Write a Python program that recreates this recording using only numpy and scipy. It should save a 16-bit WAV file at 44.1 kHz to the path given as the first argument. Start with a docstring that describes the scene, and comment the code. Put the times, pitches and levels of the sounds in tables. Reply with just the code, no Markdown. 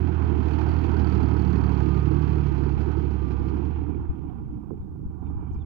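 """A three-cylinder diesel tractor drags a rotary tiller through a flooded field, passes, throttles down and
settles at idle. Its exhaust sounds harmonics of the firing rate and pulse-driven resonances; roar, clatter,
chatter and hiss are noise modulated by each firing, injectors and hitch ring as damped modes, gears whine as sines.
A bird whistles near-sines late on. A hand-held phone listens: its right port is open, the left one half
covered (filtered, with treble by another path) and buffeted by wind, made of shaped noise and damped thumps."""
import sys
import numpy as np
from scipy import signal
from scipy.fft import rfft, irfft, next_fast_len
from scipy.io import wavfile
from scipy.ndimage import uniform_filter1d

SR = 44100
rng = np.random.default_rng(int(sys.argv[2]) if len(sys.argv) > 2 else 0)


def wrap_up_sound(samples):
    """Save the sound to the file named by the first command line argument, as 16-bit audio."""
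    columns = np.atleast_2d(samples).T
    # keep every value between -1 and 1, then stretch to whole-number steps
    tamed = np.clip(columns, -1, 1)
    steps = np.round(tamed * 32767).astype(np.int16)
    wavfile.write(sys.argv[1], SR, steps)


N = 249165  # samples


def amp(db):
    """Logarithmic level: dB to amplitude gain."""
    return 10 ** (np.asarray(db) / 20)


def rms_one(x):
    """Normalisation to unit root-mean-square."""
    return x / np.sqrt(np.mean(x ** 2) + 1e-20)


def in_time(rows):
    """Linear interpolation of each table column after t, at every sample."""
    s, *columns = np.transpose(rows)
    return [np.interp(np.arange(N) / SR, s, c) for c in columns]


def colour(x, rows):
    """Linear filtering by a transfer function of f/Hz, level/dB and, optionally, phase lead/rad."""
    size = next_fast_len(N)
    hz, db, *lead = np.transpose(rows)
    log_hz = np.log(np.arange(size // 2 + 1) * SR / size + 1)
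    gain = amp(np.interp(log_hz, np.log(hz), db))
    if lead:
        gain = gain * np.exp(1j * np.interp(log_hz, np.log(hz), lead[0]))
    return irfft(rfft(x, size) * gain, size)[..., :N]


def closed(rows):
    """Band limitation: the spectrum falls to -90 dB outside its ends."""
    below = (rows[0][0] / 1.15, -90)
    above = (rows[-1][0] * 1.15, -90)
    return [below] + list(rows) + [above]


def drift(rate):
    """Low-pass random process: a double pole at rate (Hz), of unit rms."""
    step = 40  # samples between the slow values
    r = np.exp(-2 * step * np.pi * rate / SR)
    noise = rng.standard_normal(N // step + 2002)
    slow = signal.lfilter([1], [1, -2 * r, r * r], noise)[2000:]
    return np.interp(np.arange(N) / step, np.arange(len(slow)), rms_one(slow))


def resonances(x, modes):
    """Modal superposition: parallel resonators of (f/Hz, width/Hz, level/dB), signs alternating."""
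    out = 0
    for k, (hz, width, db) in enumerate(modes):
        r = np.exp(-np.pi * width / SR)
        poles = [1, -2 * r * np.cos(2 * np.pi * hz / SR), r * r]
        out = out + (-1) ** k * amp(db) * signal.lfilter([1 - r, 0, r - 1], poles, x)
    return out


def ring(clicks, hz, t60):
    """Impulse response of a damped oscillator: a unit click starts a sine of height 1."""
    r, w = amp(-60 / (t60 * SR)), 2 * np.pi * hz / SR
    return signal.lfilter([0, np.sin(w)], [1, -2 * r * np.cos(w), r * r], clicks + 1e-18)


def clicks_at(times, db):
    """Impulsive excitation: one click for each time."""
    clicks = np.zeros(N)
    clicks[np.clip((np.asarray(times) * SR).astype(int), 0, N - 1)] = amp(db)
    return clicks


def dull(x, hz):
    """Low-pass filtering, fourth-order Butterworth."""
    return signal.sosfilt(signal.butter(4, hz, fs=SR, output="sos"), x)


def puffing(turns, strength, steady, decay):
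    """Amplitude modulation: two noises that swell at every firing and decay before the next."""
    puffs = uniform_filter1d(strength * np.exp(-decay * (turns % 1)), size=110)  # 2.5 ms smoothing
    return rng.standard_normal((2, N)) * (steady + puffs)


def seen_from(x, turned, side, rear):
    """Directivity: a power crossfade from the side spectrum to the rear one as the tractor turns away."""
    from_side = rms_one(colour(x, closed(side)))
    from_rear = rms_one(colour(x, closed(rear)))
    return np.sqrt(1 - turned) * from_side + np.sqrt(turned) * from_rear


# wind spectrum, relative: f/Hz, level/dB per Hz
WIND_SPECTRUM = [(15, -33.5), (30, -19.5), (45, 1), (70, 0), (120, -6.5), (200, -14), (400, -38.5),
                 (1000, -75.5), (3000, -85)]
# mean wind level before the lumps: left/dB, right/dB
WIND_LEVELS = [-40, -50]
# thumps on the covered port, strength before a 7 dB rise and the smoothing push: t/s, level/dB
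WIND_THUMPS = [(0.694, -20), (1.558, -25), (1.638, -26), (2.006, -23), (2.385, -25), (2.776, -22),
               (3.411, -24), (4.102, -13), (4.261, -28), (4.505, -25), (4.81, -24), (5.068, -19.5),
               (5.364, -24.5), (5.521, -26), (5.573, -20)]
# sharp pops on the covered port, before the low-pass: t/s, level/dB
WIND_POPS = [(.68, -27), (5.051, -28.5), (5.546, -31)]
SOFT_THUMPS_PER_S, SOFT_THUMP_DB = 3.0, -26  # mean rate; median strength before the push


def wind():
    """Turbulent pressure: independent modulated noise per port; gusts ring the covered one."""
    lumps = [amp(4.0 * drift(7.6)), amp(1.5 * drift(8.3))]
    rumble = rms_one(colour(rng.standard_normal((2, N)), WIND_SPECTRUM))
    out = rumble * lumps * amp(WIND_LEVELS)[:, None]
    push = np.hanning(round(0.013 * SR))
    s, db = np.transpose(WIND_THUMPS)
    soft_db = SOFT_THUMP_DB + 3.0 * rng.standard_normal(N)
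    soft = (rng.random(N) < SOFT_THUMPS_PER_S / SR) * amp(soft_db)
    thumps = ring(clicks_at(s - .014, db + 7.0) + soft, 72, 0.11)
    out[0] += np.convolve(thumps, push / push.sum())[:N]
    s, db = np.transpose(WIND_POPS)
    out[0] += dull(ring(clicks_at(s, db), 212, 0.078), 420)
    return out


# bird phrases, centre of the wavering pitch and level: t/s, f/Hz, level/dB
BIRD_PHRASES = [
    [(4.82, 3650, -95), (4.83, 3650, -83), (4.845, 3600, -87), (4.855, 3550, -95)],
    [(5.23, 3500, -92), (5.26, 3650, -80), (5.29, 3500, -79), (5.30, 3300, -87)],
    [(5.517, 7400, -100), (5.53, 6780, -76), (5.545, 5500, -75), (5.564, 3900, -86), (5.59, 3500, -83),
     (5.61, 3700, -74), (5.624, 3470, -71), (5.634, 2660, -86), (5.65, 2160, -70)],
]
BIRD_OCTAVE_DB = -19  # against the fundamental


def bird():
    """Frequency modulation: gliding near-sine whistles with a weak second harmonic."""
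    out = 0
    t = np.arange(N) / SR
    for phrase in BIRD_PHRASES:
        hz, db = in_time(phrase)
        hz = hz * (1 + .015 * drift(80.0))  # a husky waver
        phase = 2 * np.pi * np.cumsum(hz) / SR
        sounding = (t > phrase[0][0]) & (t < phrase[-1][0])
        whistle = np.sin(phase) + amp(BIRD_OCTAVE_DB) * np.sin(2 * phase)
        out = out + sounding * amp(db + 4.0 * drift(90.0)) * whistle
    return out


# hitch knocks, strength of the excitation: t/s, high level/dB, low level/dB
HITCH_KNOCKS = [(4.706, -41, -26.5), (4.957, -54, -55), (5.108, -53, -50), (5.3, -46, -46),
                (5.41, -48, -48)]
# hitch modes: f/Hz, level/dB, t60/s, group (1 = high, 0 = low)
HITCH_MODES = [(160, -8, .08, 0), (250, -6, .07, 0), (340, -1, .07, 0), (410, 0, .07, 0), (800, 0, .03, 1),
               (1000, -1, .02, 1), (1200, -6, .015, 1)]


def hitch():
    """Modal impact: a tick on the high modes, then the weight lands and bounces on the low ones."""
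    s, high_db, low_db = np.transpose(HITCH_KNOCKS)
    tick = clicks_at(s, high_db)
    landing = clicks_at(s + .002, low_db - 7)
    landing = landing - clicks_at(s + .009, low_db - 3)
    landing = landing + clicks_at(s + .024, low_db - 7)
    landing = dull(landing, 460)  # a soft contact
    knocks = sum(amp(db) * ring(tick if high > .5 else landing, hz, t60)
                 for hz, db, t60, high in HITCH_MODES)
    return dull(dull(knocks, 1400), 1400)


# loose sheet metal at the rear, one pass of two in series: f/Hz, width/Hz, level/dB
SHEET_MODES = [(2320, 230, 0), (3130, 250, -5.5)]
# mean level when the clatter is at RATTLE_FROM_DB; dB per dB of clatter; unevenness
RATTLE_DB, RATTLE_FROM_DB, RATTLE_STEEPNESS, RATTLE_BURSTS_DB = -72.5, -53, 2.07, 5


def sheet_rattle(turns, knock, clatter_db):
    """Forced resonance: firing noise drives loose sheets, steeply rising with the clatter."""
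    drive = puffing(turns, knock, .5, 2.5)[0]
    rattle = rms_one(resonances(resonances(drive, SHEET_MODES), SHEET_MODES))
    level_db = RATTLE_DB + RATTLE_STEEPNESS * (clatter_db - RATTLE_FROM_DB)
    return amp(level_db + RATTLE_BURSTS_DB * drift(16.0)) * rattle


# top hiss spectrum, relative: f/Hz, level/dB per Hz
HISS_SPECTRUM = [(5590, -37), (9500, -18.5), (11000, -7.5), (13600, -3.5), (15100, -3.5), (16000, -1)]


def top_hiss(turns, knock):
    """Modulated noise: a high band bursts at each firing."""
    return rms_one(colour(puffing(turns, knock, .9, 4.0), closed(HISS_SPECTRUM)))


# spit noise spectrum, relative: f/Hz, level/dB per Hz
SPIT_SPECTRUM = [(2060, -23), (3500, -4), (3730, -5.5), (3980, 2), (4530, -1), (4910, -2.5), (6410, -11),
                 (7360, -19), (9500, -32.5), (12400, -64), (20900, -120)]
# injector needle modes, mean strength: f/Hz, level/dB, t60/s
NEEDLE_MODES = [(4050, -7, .03), (4400, -3, .025), (4550, 0, .028), (5100, -12, .025), (5800, -12, .02),
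                (6400, -14, .02), (7000, -20, .015)]
# pings against spit, clearest side-on: t/s, level/dB
PING_LEVEL = [(0, -14), (.6, -6), (1.2, -1), (1.7, -2), (2.3, -8), (3.2, -12), (3.8, -25), (5.65, -30)]


def injectors(firing, turns, knock):
    """Modal excitation: each injection pings the needle with new strengths and spits noise."""
    start = np.diff(firing, prepend=firing[0])
    strength = np.clip(rng.standard_normal((400, 2, len(NEEDLE_MODES))), -2, 1.5)
    strength_db = 5.5 * strength[firing].T
    pings = sum(ring(start * amp(db + strength_db[k]), hz, t60)
                for k, (hz, db, t60) in enumerate(NEEDLE_MODES))
    pings = pings * np.minimum(1, (turns % 1) / .08)  # builds up over 8 % of a firing interval
    pings = signal.sosfilt(signal.butter(4, [3600, 7500], "band", fs=SR, output="sos"), pings)
    spit = colour(puffing(turns, knock, 0.24, 0.89), closed(SPIT_SPECTRUM))
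    return rms_one(spit) + amp(in_time(PING_LEVEL)[0]) * rms_one(pings)


# chatter spectrum, relative: f/Hz, level/dB per Hz
CHATTER_SPECTRUM = [(1060, -24.5), (1800, -0.5), (2020, -1), (2620, 0.5), (2850, -5), (3180, -4),
                    (3700, -15), (4810, -34.5), (8140, -120)]


def chatter_noise(turns, knock):
    """Modulated noise: a treble band swells with each knock."""
    return rms_one(colour(puffing(turns, knock, 0.95, 1.8), closed(CHATTER_SPECTRUM)))


# clatter spectra from side and rear, relative: f/Hz, level/dB per Hz
CLATTER_SIDE = [(330, -16), (560, -11), (616, -11), (671, -5.5), (904, 0.5), (1080, -5.5), (1250, -7.5),
                (1520, -9), (2000, -26), (2600, -24), (4400, -120)]
CLATTER_BEHIND = [(340, -51.5), (580, -24.5), (630, -13), (751, 5), (974, 2.5), (1100, -3.5), (1200, -1),
                  (1280, -10.5), (1380, -5), (2000, -33.5), (2600, -50.5), (4400, -120)]


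def clatter_noise(turns, knock, turned):
    """Modulated, directional noise: a middle band swells with each knock."""
    clatter = seen_from(puffing(turns, knock, 1.9, 1.8), turned, CLATTER_SIDE, CLATTER_BEHIND)
    return clatter * amp(1.2 * drift(10.0))


# gear whine, centre of the wavering peak level: t/s, level/dB
WHINE_LEVEL = [(0, -63), (.8, -59.5), (1.15, -49), (1.7, -55.5), (1.9, -47.5), (2.08, -51), (2.25, -63),
               (2.45, -52.5), (2.7, -55.5), (2.8, -59), (2.95, -51), (3.1, -63), (3.25, -48.5), (3.5, -54),
               (3.62, -72), (5.65, -89)]
# second gear, likewise: t/s, level/dB
LOW_WHINE_LEVEL = [(0, -90), (1.2, -73), (1.45, -51.5), (1.9, -56), (2.1, -53), (2.35, -51), (2.5, -70),
                   (5.65, -89)]
WHINE_ORDER, LOW_WHINE_ORDER = 34.6, 30.8  # cycles per firing


def gear_whine(turns):
    """Order tracking: two sines at fixed ratios to the firing rate, with unsteady level and phase."""
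    high_db = in_time(WHINE_LEVEL)[0] + 2.0 * drift(8.0)
    high = np.sin(2 * np.pi * WHINE_ORDER * turns + .4 * drift(20.0))
    low_db = in_time(LOW_WHINE_LEVEL)[0] + 1.4 * drift(6.0)
    low = np.sin(2 * np.pi * LOW_WHINE_ORDER * turns + .5 * drift(11.0))
    return amp(high_db) * high + amp(low_db) * low


# roar spectra from side and rear, relative: f/Hz, level/dB per Hz
ROAR_SIDE = [(30, -32), (53, -17), (82, -13), (130, -11), (190, -8), (230, -9), (330, -4), (400, -11),
             (487, -20), (567, -40), (620, -46)]
ROAR_BEHIND = [(18, -34.5), (30, -9.5), (70, -4), (108, -6), (156, -1.5), (237, -11.5), (309, -4.5),
               (369, -15), (553, -33.5), (620, -42), (810, -65), (1360, -120)]


def roar_noise(turns, cylinder_db, turned):
    """Modulated, directional noise: a low band puffs with unequal cylinders."""
    roar = seen_from(puffing(turns, amp(cylinder_db), 1.5, 2.0)[0], turned, ROAR_SIDE, ROAR_BEHIND)
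    return amp(2.0 + 1.35 * drift(7.0)) * roar


# exhaust resonances before the band-pass: f/Hz, width/Hz, level/dB
PIPE_MODES = [(165, 23, -10), (264.7, 28, 4), (325.4, 70, 0.5), (433.5, 100, -3)]


def exhaust_bark(firing, cylinder_db, spread):
    """Pulse-excited resonance: every firing strikes the exhaust pipe's modes."""
    pulses = np.diff(firing, prepend=firing[0]) * amp(.4 * cylinder_db + .8 * spread)
    band = signal.butter(4, [170, 420], "band", fs=SR, output="sos")
    return rms_one(signal.sosfilt(band, resonances(pulses, PIPE_MODES)))


# what the silencer passes: f/Hz, level/dB
SILENCER_PASSES = [(25, -37), (37, -26.5), (50, -15), (62, 0), (75, 0.5), (90, -2), (105, -9.5), (125, -10),
                   (150, -12), (200, -17.5), (260, -24), (340, -20)]


def passed_db(hz):
    """Transmission: the silencer's level interpolated over log frequency."""
    pass_hz, db = np.transpose(SILENCER_PASSES)
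    return np.interp(np.log(hz), np.log(pass_hz), db)


# multiples of the firing rate heard as tones: order
TONE_ORDERS = [1, 2, 3, 4, 5, 7, 8, 9]
# Gaussian swell of each order, at its own time: t/s, width/s, level/dB
ORDER_SWELLS = [(4.3, .35, 21), (4.8, 0.21, 0.5), (1.8, 0.79, 5), (2.2, 0.67, 9), (1.54, .6, 8.5),
                (4.6, 0.57, 16), (3, .9, 5.5), (0.75, 1.1, 2.5)]


def exhaust_tones(rate, turns, tone_db, cylinder_db):
    """Harmonic synthesis: wavering orders through the silencer; unequal cylinders add thirds between."""
    t = np.arange(N) / SR
    tones = 0
    for order, (s, width, swell_db) in zip(TONE_ORDERS, ORDER_SWELLS):
        db = tone_db + passed_db(order * rate) + swell_db * np.exp(-((t - s) / width) ** 2)
        waver_db = (.15 + .25 * order) * drift(6.0)  # low orders are nearly pure
        phase = 2 * np.pi * order * turns + .06 * order * drift(6.0) + order - 1
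        tones = tones + amp(db + waver_db) * np.sin(phase)
    return tones * amp(.8 * dull(cylinder_db, 60)) * np.sqrt(2)


# the governor hunts under load, the throttle closes, the engine settles at idle: t/s, firing rate f/Hz
FIRING_RATE = [(0, 41.3), (.42, 37.8), (.79, 40.0), (1.3, 36.6), (1.6, 37.0), (1.97, 35.0), (2.2, 37.2),
               (2.37, 37.3), (2.52, 35.0), (2.68, 34.8), (2.92, 37.3), (3.26, 34.2), (3.45, 34.3),
               (3.75, 37.7), (4.08, 38.0), (4.6, 30.4), (5.18, 24.8), (5.65, 24.7)]
# exhaust before silencer and swells (tone), after the pipe (bark): t/s, tone level/dB, bark level/dB
EXHAUST_LEVELS = [(0, -22.5, -52.5), (.15, -25, -53.5), (.6, -24, -39), (1.3, -24.5, -37),
                  (1.9, -25.5, -37.5), (2.5, -26.5, -51.5), (3.1, -27.5, -46), (3.55, -29, -52),
                  (3.95, -31, -39), (4.12, -40, -56.5), (4.6, -43.5, -52.5), (5.1, -43, -54.5),
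                  (5.26, -35, -44.5), (5.65, -35.5, -54)]
# noise levels before each source's own wavering; the roar gains 2 dB: t/s, roar, clatter, chatter level/dB
NOISE_LEVELS = [(0, -35.5, -44.5, -58), (.7, -33.5, -41.5, -54), (1.5, -34.5, -42.5, -55.5),
                (2.3, -33, -45, -56), (3.0, -35.5, -47.5, -60), (3.75, -38.5, -53, -63),
                (4.06, -42, -57.5, -73.5), (4.3, -38.5, -57.5, -74.5), (4.6, -43.5, -61, -83.5),
                (5.0, -43.5, -64, -90.5), (5.24, -43.5, -58, -88), (5.45, -41, -54.5, -83),
                (5.65, -43, -58, -85.5)]
# how much of the engine block is in view: t/s, share
BLOCK_IN_VIEW = [(0, 0.84), (.3, 0.55), (.5, 0.91), (3.5, 1), (4.05, 0), (5.65, 0)]
# strength of the three firings of a cycle, scaled down for tones and bark: level/dB
CYLINDER_STRENGTHS = [0, -2.5, -1.2]
# share of the rear view: t/s, share
TURNED_AWAY = [(0, 0), (3.3, 0), (4.2, 1), (5.65, 1)]
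TICKS_DB, HISS_DB = -11, -27  # against chatter
HIDDEN_TICKS_DB, HIDDEN_HISS_DB = -7.5, -10  # further loss when the block is out of view
HISS_FLOOR_DB = -93.5  # the hiss level never sinks below this


def tractor():
    """Superposition of sources locked to the firing phase; returns open-port sound and other-path treble."""
    rate, = in_time(FIRING_RATE)
    tone_db, bark_db = in_time(EXHAUST_LEVELS)
    roar_db, clatter_db, chatter_db = in_time(NOISE_LEVELS)
    turned, = in_time(TURNED_AWAY)
    hidden = 1 - np.clip(in_time(BLOCK_IN_VIEW)[0], 0, 1)
    ticks_db = chatter_db + TICKS_DB + HIDDEN_TICKS_DB * hidden
    hiss_db = np.maximum(chatter_db + HISS_DB + HIDDEN_HISS_DB * hidden, HISS_FLOOR_DB)
    turns = np.cumsum(rate) / SR + 0.0512  # one turn per firing
    firing = turns.astype(int)
    spread = rng.standard_normal((400, 2))[firing].T
    cylinder_db = np.array(CYLINDER_STRENGTHS)[firing % 3]
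    knock = amp(cylinder_db + 2.2 * spread[1])

    low = exhaust_tones(rate, turns, tone_db, cylinder_db) + gear_whine(turns)
    low = low + amp(roar_db) * roar_noise(turns, cylinder_db, turned)
    low = low + amp(bark_db) * exhaust_bark(firing, cylinder_db, spread[0])

    # two channels: the open port and the other path
    high = amp(clatter_db) * clatter_noise(turns, knock, turned)
    high = high + amp(chatter_db) * chatter_noise(turns, knock)
    high = high + amp(hiss_db) * top_hiss(turns, knock)
    high = high + amp(ticks_db) * injectors(firing, turns, knock)
    rattle = np.sqrt(turned) * sheet_rattle(turns, knock, clatter_db)
    return low + high[0] + rattle, high[1]


# the covered port's response, before its overall loss: f/Hz, level/dB, phase lead/rad
COVER_RESPONSE = [(40, 3.5, -0.4), (126, 7, -0.1), (310, 2.5, -2), (500, 7, -2.2), (696, 4.5, -0.6),
                  (1000, 6.5, -2), (1120, 10.5, -3), (1420, -11, -3), (1700, -18.5, -11), (2100, -20, -6.5),
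                  (2400, -11.5, -20.5), (3200, -12, -20), (4620, -6, 4), (6000, -11.5, -27)]
# other-path treble round the hand, against the open port: f/Hz, level/dB
ROUND_HAND_RESPONSE = [(500, -16), (650, -28), (1200, -42.5), (2000, -30), (2700, -20), (3300, -20.5),
                       (3700, -21), (4200, -10), (5000, -13.5), (5700, -11), (7000, -30.5), (10000, 1.5),
                       (16000, 1)]
OPEN_PORT_DB = 6  # gain on all sources but the wind
COVERED_DB, COVERED_REAR_DB = -24.5, -8  # left against right; further loss that grows with the share of the rear view


def scene():
    """Transmission and diffraction: the open port hears all, the covered one a muffled copy plus treble."""
    machine, other_path = tractor()
    to_edge = np.minimum(np.arange(N), np.arange(N)[::-1])
    edges = np.clip(to_edge / (.004 * SR), 0, 1)  # soft start and stop
    direct = edges * amp(OPEN_PORT_DB) * (machine + hitch() + bird())
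    loss_db = COVERED_DB + COVERED_REAR_DB * in_time(TURNED_AWAY)[0]
    muffled = amp(loss_db) * colour(direct, COVER_RESPONSE)
    round_hand = amp(OPEN_PORT_DB) * colour(other_path, ROUND_HAND_RESPONSE)
    return np.array([muffled + round_hand, direct]) + edges * wind()


# microphone noise spectrum, relative: f/Hz, level/dB per Hz
SELF_NOISE_SPECTRUM = [(300, 3.5), (1500, -7.5), (9000, -14.5), (15500, -19.5)]
SELF_NOISE_DB, CUTOFF_HZ = -79.5, 15700  # noise rms before the cut; low-pass edge


def record(dry):
    """Self-noise and band limitation: shaped microphone noise, then a steep elliptic low-pass."""
    noise = amp(SELF_NOISE_DB) * rms_one(colour(rng.standard_normal((2, N)), SELF_NOISE_SPECTRUM))
    low_pass = signal.ellip(12, .5, 70, CUTOFF_HZ, fs=SR, output="sos")
    return signal.sosfilt(low_pass, dry + noise)


dry = scene()
out = record(dry)
wrap_up_sound(out)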